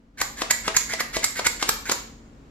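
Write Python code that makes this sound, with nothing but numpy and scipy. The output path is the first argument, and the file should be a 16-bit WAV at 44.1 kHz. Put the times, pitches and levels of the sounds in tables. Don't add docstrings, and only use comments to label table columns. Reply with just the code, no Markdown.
import sys
import numpy as np
from scipy import signal
from scipy.fft import rfft, irfft, next_fast_len
from scipy.io import wavfile
from scipy.ndimage import uniform_filter1d, map_coordinates

SR = 44100
rng = np.random.default_rng(int(sys.argv[2]) if len(sys.argv) > 2 else 0)


def output_pcm(signal):
    pcm = np.clip(np.atleast_2d(signal).T, -1, 1) * 32767
    wavfile.write(sys.argv[1], SR, np.round(pcm).astype(np.int16))


N = 110250

# (frequency [Hz], relative density [dB per Hz])
RUMBLE_SPECTRUM = [(20, -15), (45, -2.5), (62, -2), (90, -12.5), (130, -11), (240, -8.5), (400, -16),
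                   (800, -27), (1800, -32.5), (4000, -40.5), (7500, -45.5), (9000, -55), (16000, -60)]
# (time [s], level [dB])
BACKGROUND_LEVEL = [(0, -57), (.13, -58.5), (.2, -50), (.8, -47.5), (1.8, -47.5), (2.15, -49.5), (2.5, -49)]
# (frequency [Hz], mean level against the rumble [dB])
HUM_LINES = [(43.1, -5), (118.4, -10.5), (228, -8), (275, -11)]

# (frequency [Hz], time to fall 60 dB [s])
ROOM_T60 = [(150, 0.02), (500, 0.6359), (1400, 0.43), (3700, 0.4826), (7000, .43), (11000, 0.31),
            (16000, 0.51)]
# (frequency [Hz], gain [dB])
ROOM_COLOUR = [(150, -2), (400, -4.5), (1000, -4), (2000, -1.5), (4500, -3), (8000, -4.5), (14000, -0.5)]
# (frequency [Hz], relative gain [dB])
LATE_COLOUR = [(300, 2.5), (1500, 0.5), (5000, -2.5), (7300, -0.5), (9000, -6.5), (15000, -22)]

# (centre [Hz], width [Hz], gain [dB])
BARREL_MODES = [(1435, 190, -6.5), (1720, 170, -1.5), (1925, 70, 2), (2170, 150, -0.5)]
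# (frequency [Hz], relative density [dB per Hz])
SCRAPE_SPECTRUM = [(100, -6.5), (280, -4), (600, -5), (1100, -1), (2900, -4.5), (4300, -0.5), (5900, -3.5),
                   (7100, 5.5), (8600, -11.5), (11800, -7.5), (14000, -28.5), (16000, -34)]
# (frequency [Hz], relative density [dB per Hz])
CHOP_SPECTRUM = [(100, -24), (300, -10), (600, -5.5), (1100, 0.5), (1800, -10), (2600, -7.5), (5200, -8),
                 (7500, -10), (8600, -16), (11500, -25), (13000, -38.5), (16000, -44)]
# (frequency [Hz], relative density [dB per Hz])
THUD_SPECTRUM = [(50, -22), (150, -15), (300, 1.5), (480, 2.5), (800, -10), (2000, -34), (8000, -75)]
# (frequency [Hz], relative density [dB per Hz])
CLACK_SPECTRUM = [(100, -22.5), (300, -11), (650, -10), (1100, -2.5), (2000, -2.5), (2900, -11.5),
                  (4500, -3), (5800, -4), (7600, -6), (8700, -12), (12000, -10), (14000, -25), (16000, -37)]
# (frequency [Hz], relative density [dB per Hz])
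KNOCK_SPECTRUM = [(80, -15), (220, -6.5), (450, -9.5), (700, -7), (1050, 0), (1350, -4.5), (2000, -20),
                  (6000, -55)]

# (chop time [s], slide length [s], slide level [dB], scrape over the slide [dB], chop level [dB],
#          chop treble [dB], thud level [dB], cup note level [dB])
PUSHES = [(0.4187, .058, -36, 2.5, -19, -1, -24.5, -35), (0.6793, 0.047, -32, -1, -16.5, -3.5, -24, -30),
          (0.9363, .054, -30, -1, -21.5, 3, -32, -35), (1.167, .041, -29, 1.5, -21, 3.5, -23.5, -31),
          (1.394, .048, -30.5, 0, -21.5, -3, -28.5, -45), (1.626, 0.035, -33.5, 2.5, -16, 2, -26, -44),
          (1.8955, .050, -32.5, -0.5, -17.5, 2.5, -28.5, -44)]
# (clack time [s], slide length [s], slide level [dB], scrape over the slide [dB], chatter length [s],
#           clack level [dB], clack treble [dB], knock level [dB], spring level [dB], spring pitch [Hz],
#           upper spring ring level [dB], left over right [dB])
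RETURNS = [(.214, .044, -33, 2, 0.0039, -17, -3, -30, -26, 7030, -32, 0.5),
           (0.5072, .011, -21, -5.5, 0.0069, -17, 0.8, -33, -17.5, 7230, -33, 1),
           (0.765, .027, -23.5, -3, 0.0063, -15.5, 5, -31, -15, 6960, -36.5, 3),
           (1.005, .021, -22, -5, 0.0048, -22, -7, -30.5, -37, 7080, -44, 0.5),
           (1.2424, .022, -25.5, -1, 0.0049, -17.5, 5.5, -33, -18.5, 7340, -38, 2),
           (1.467, .027, -21.5, 0, .005, -18, 1.5, -30, -20, 7270, -36.5, 0.5),
           (1.6903, .024, -31.5, 3, 0.0038, -13.5, 0, -24, -21.5, 7550, -25, 1.5),
           (1.914, .008, -35.5, 0, 0.0087, -21.5, 1.5, -26, -25, 6900, -40.5, 1.5)]

EARLY_DB, EARLY_T60_S = -5.5, 0.06
LATE_DB, LATE_T60_S = -30.5, 1.4
ROOM_ALIKE_HZ = 330
LEAD_S = 3 / SR
TOP_HZ = 16000

PUSH_SWELL_DB, RETURN_SWELL_DB, SCRAPE_SWELL_DB = 4, 9, 5
SLIDE_ATTACK_SHARE, SLIDE_T60_S = 0.3, 0.04
SLIDE_GRAIN_DB, GRAIN_PER_S = 3, 900
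RUB_DB, CLIMB_DB, SCRAPE_PAN_DB = -1.8, 7, 0.8

CHOP_S, CHOP_T60_S, CLACK_T60_S = 0.0024, 0.010, 0.009
CUP_HZ, CUP_T60_S, CUP_GLIDE_HZ_PER_S = 635.6, 0.26, 500
SPRING_WIDTH_HZ, SPRING_T60_S, SPRING_TAIL_DB = 930, 0.45, -28.5
UPPER_RING_HZ, UPPER_RING_WIDTH_HZ = 11950, 550


def amp(db):
    return 10 ** (np.asarray(db) / 20)


def unit(x):
    return x / np.sqrt(np.mean(x ** 2) + 1e-20)


def norm(h):
    return h / np.linalg.norm(h, axis=1, keepdims=True)


def along(points, hz):
    f, v = np.transpose(points)
    return np.interp(np.log(hz + 1), np.log(f + 1), v)


def wobble(rate, size):
    knots = rng.standard_normal(size // 8)
    return map_coordinates(knots, [np.arange(size) * rate / SR], mode="wrap")


def grid():
    size = 2 ** 14
    return np.arange(size) / SR, np.fft.rfftfreq(size, 1 / SR)


def coloured(x, db):
    cepstrum = irfft(np.log(np.maximum(unit(amp(db)), 1e-6)))
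    half = len(cepstrum) // 2
    cepstrum[1:half] *= 2
    cepstrum[half + 1:] = 0
    return irfft(rfft(x) * np.exp(rfft(cepstrum)))


def treble(db, hz, corner_hz=3000):
    return db * (hz ** 4 / (hz ** 4 + corner_hz ** 4) - 0.5)


def add(out, x, s):
    i = max(round(s * SR), 0)
    out[..., i:i + x.shape[-1]] += x[..., :out.shape[-1] - i]


def background():
    t, hz = np.arange(N) / SR, np.fft.rfftfreq(N, 1 / SR)
    side_db = along([(50, -18.5), (250, -12.5), (1000, 1.5), (4000, -2)], hz)
    gain = amp(along(RUMBLE_SPECTRUM, hz) + np.array([0 * hz, side_db]))
    mid, side = irfft(rfft(rng.standard_normal((2, N))) * gain, N)
    rumble = unit(np.array([mid + side, mid - side]))
    hum = 0
    for f, db in HUM_LINES:
        level = amp(db + 2.5 * wobble(9, N))
        phase = 2 * np.pi * f * t + 0.9 * wobble(9, N)
        hum = hum + level * np.sqrt(2) * np.sin(phase)
    level = amp(np.interp(t, *np.transpose(BACKGROUND_LEVEL)))
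    return (rumble + hum) * level * amp([[0.5], [-0.5]])


def kitchen():
    t, hz = grid()
    f, frames, z = signal.stft(rng.standard_normal((2, len(t))), SR, nperseg=256)
    decay = amp(-60 * frames / along(ROOM_T60, f)[:, None])
    tail = signal.istft(z * decay, SR, nperseg=256)[1]
    tail = norm(tail * np.clip(t / 0.0094, 0, 1))
    colour = along(ROOM_COLOUR, hz)
    tail = coloured(tail, colour) * np.sqrt(np.mean(amp(colour) ** 2))
    early = norm(rng.standard_normal((2, len(t))) * amp(-60 * t / EARLY_T60_S))
    mid, side = tail + amp(EARLY_DB) * early
    side = signal.lfilter(*signal.butter(1, ROOM_ALIKE_HZ, "high", fs=SR), side)
    return np.array([mid + side, mid - side]) / np.sqrt(2)


def heard(x, room, pan_db, room_db):
    response = amp(room_db) * room
    response[0, 0] += 1
    response[1, round(LEAD_S * SR)] += 1
    return signal.fftconvolve(x[None], response, axes=1) * amp([[pan_db / 2], [-pan_db / 2]])


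def lingering_echo(dry):
    t, hz = np.arange(SR) / SR, np.fft.rfftfreq(SR, 1 / SR)
    noise = rng.standard_normal((2, SR)) * amp(-60 * t / LATE_T60_S)
    late = norm(coloured(noise, along(LATE_COLOUR, hz)))
    return amp(LATE_DB) * signal.fftconvolve(dry, late, axes=1)[:, :N]


def barrel_modes(hz):
    modes = []
    for k, (centre, width, db) in enumerate(BARREL_MODES):
        damping = 1j * hz * width
        modes.append((-1) ** k * amp(db) * damping / (centre * centre - hz * hz + damping))
    return modes


def slide(room, length, scrape_db, swell_db, pan_db):
    t, hz = grid()
    to_go = np.minimum(t / length - 1, 0)
    attack = np.clip(t / (SLIDE_ATTACK_SHARE * length), 0, 1)
    env = attack * amp(swell_db * to_go - 60 * np.maximum(t - length, 0) / SLIDE_T60_S)
    grains = env * unit(amp(SLIDE_GRAIN_DB * wobble(GRAIN_PER_S, len(t))))

    modes = barrel_modes(hz)
    friction = grains * rng.standard_normal(len(t))
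    climb = amp(CLIMB_DB * (to_go + 0.5))
    low = rfft(friction / climb) * sum(modes[:2])
    high = rfft(friction * climb) * sum(modes[2:])
    rub = irfft(low + high) / np.sqrt(np.mean(abs(sum(modes)) ** 2))

    scrape = grains * amp(SCRAPE_SWELL_DB * to_go) * rng.standard_normal(len(t))
    scrape = coloured(scrape, along(SCRAPE_SPECTRUM, hz))
    rub = amp(RUB_DB) * heard(rub, room, pan_db=pan_db, room_db=-1.5)
    return rub + amp(scrape_db) * heard(scrape, room, pan_db=SCRAPE_PAN_DB, room_db=-1.0)


def chatter(length, t60):
    t, _ = grid()
    env = amp(-60 * np.maximum(t - length, 0) / t60)
    burst = env * rng.standard_normal(len(t))
    power = abs(uniform_filter1d(abs(rfft(burst)) ** 2, size=125))
    burst = coloured(burst, -10 * np.log10(power + 1e-12))
    return burst * np.linalg.norm(env) / np.linalg.norm(burst)


def cup_note(level_db):
    t, _ = grid()
    phase = 2 * np.pi * (CUP_HZ + CUP_GLIDE_HZ_PER_S * t / 2) * t
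    return amp(level_db - 60 * t / CUP_T60_S) * np.sin(phase)


def spring(chatter_s, centre_hz, width_hz):
    _, hz = grid()
    shake = chatter(chatter_s, CLACK_T60_S) + amp(SPRING_TAIL_DB) * chatter(0, SPRING_T60_S)
    return coloured(shake, -10 * np.log10(1 + (2 * (hz - centre_hz) / width_hz) ** 6))


def pushes():
    out, (t, hz) = np.zeros((2, N)), grid()
    for s, length, slide_db, scrape_db, chop_db, treble_db, thud_db, cup_db in PUSHES:
        room = kitchen()
        rub = slide(room, length, scrape_db, PUSH_SWELL_DB, pan_db=-3)
        add(out, amp(slide_db) * rub, s - length)
        colour = along(CHOP_SPECTRUM, hz) + treble(treble_db, hz)
        crack = amp(chop_db) * coloured(chatter(CHOP_S, CHOP_T60_S), colour)
        impulse = (t == 0) * np.sqrt(CHOP_S * SR)
        thud = amp(thud_db) * coloured(impulse, along(THUD_SPECTRUM, hz))
        add(out, heard(crack + thud, room, pan_db=1.5, room_db=1.5), s)
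        add(out, cup_note(cup_db), s)
    return out


def returns():
    out, (_, hz) = np.zeros((2, N)), grid()
    for (s, length, slide_db, scrape_db, chatter_s, clack_db, treble_db, knock_db,
         spring_db, spring_hz, upper_db, pan_db) in RETURNS:
        room = kitchen()
        rub = slide(room, length, scrape_db, RETURN_SWELL_DB, pan_db=-5)
        add(out, amp(slide_db) * rub, s - length)
        colour = along(CLACK_SPECTRUM, hz) + treble(treble_db, hz)
        clack = amp(clack_db) * coloured(chatter(chatter_s, CLACK_T60_S), colour)
        knock = amp(knock_db) * coloured(chatter(chatter_s, CLACK_T60_S), along(KNOCK_SPECTRUM, hz))
        add(out, heard(clack + knock, room, pan_db=pan_db, room_db=-1), s)
        ring = amp(spring_db) * spring(chatter_s, spring_hz, SPRING_WIDTH_HZ)
        add(out, heard(ring, room, pan_db=-10, room_db=-0.5), s)
        upper = amp(upper_db) * spring(chatter_s, UPPER_RING_HZ, UPPER_RING_WIDTH_HZ)
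        add(out, heard(upper, room, pan_db=8.5, room_db=-1.0), s)
    return out


def scene():
    chopper = pushes() + returns()
    return background() + chopper + lingering_echo(chopper)


def round_off(x):
    return x / (1 + (x / 0.85) ** 4) ** (1 / 4)


def record(dry):
    size = next_fast_len(N + SR // 2)
    passed = np.fft.rfftfreq(size, 1 / SR) < TOP_HZ
    return irfft(rfft(round_off(dry), size) * passed, size)[:, :N]


dry = scene()
out = record(dry)
output_pcm(out)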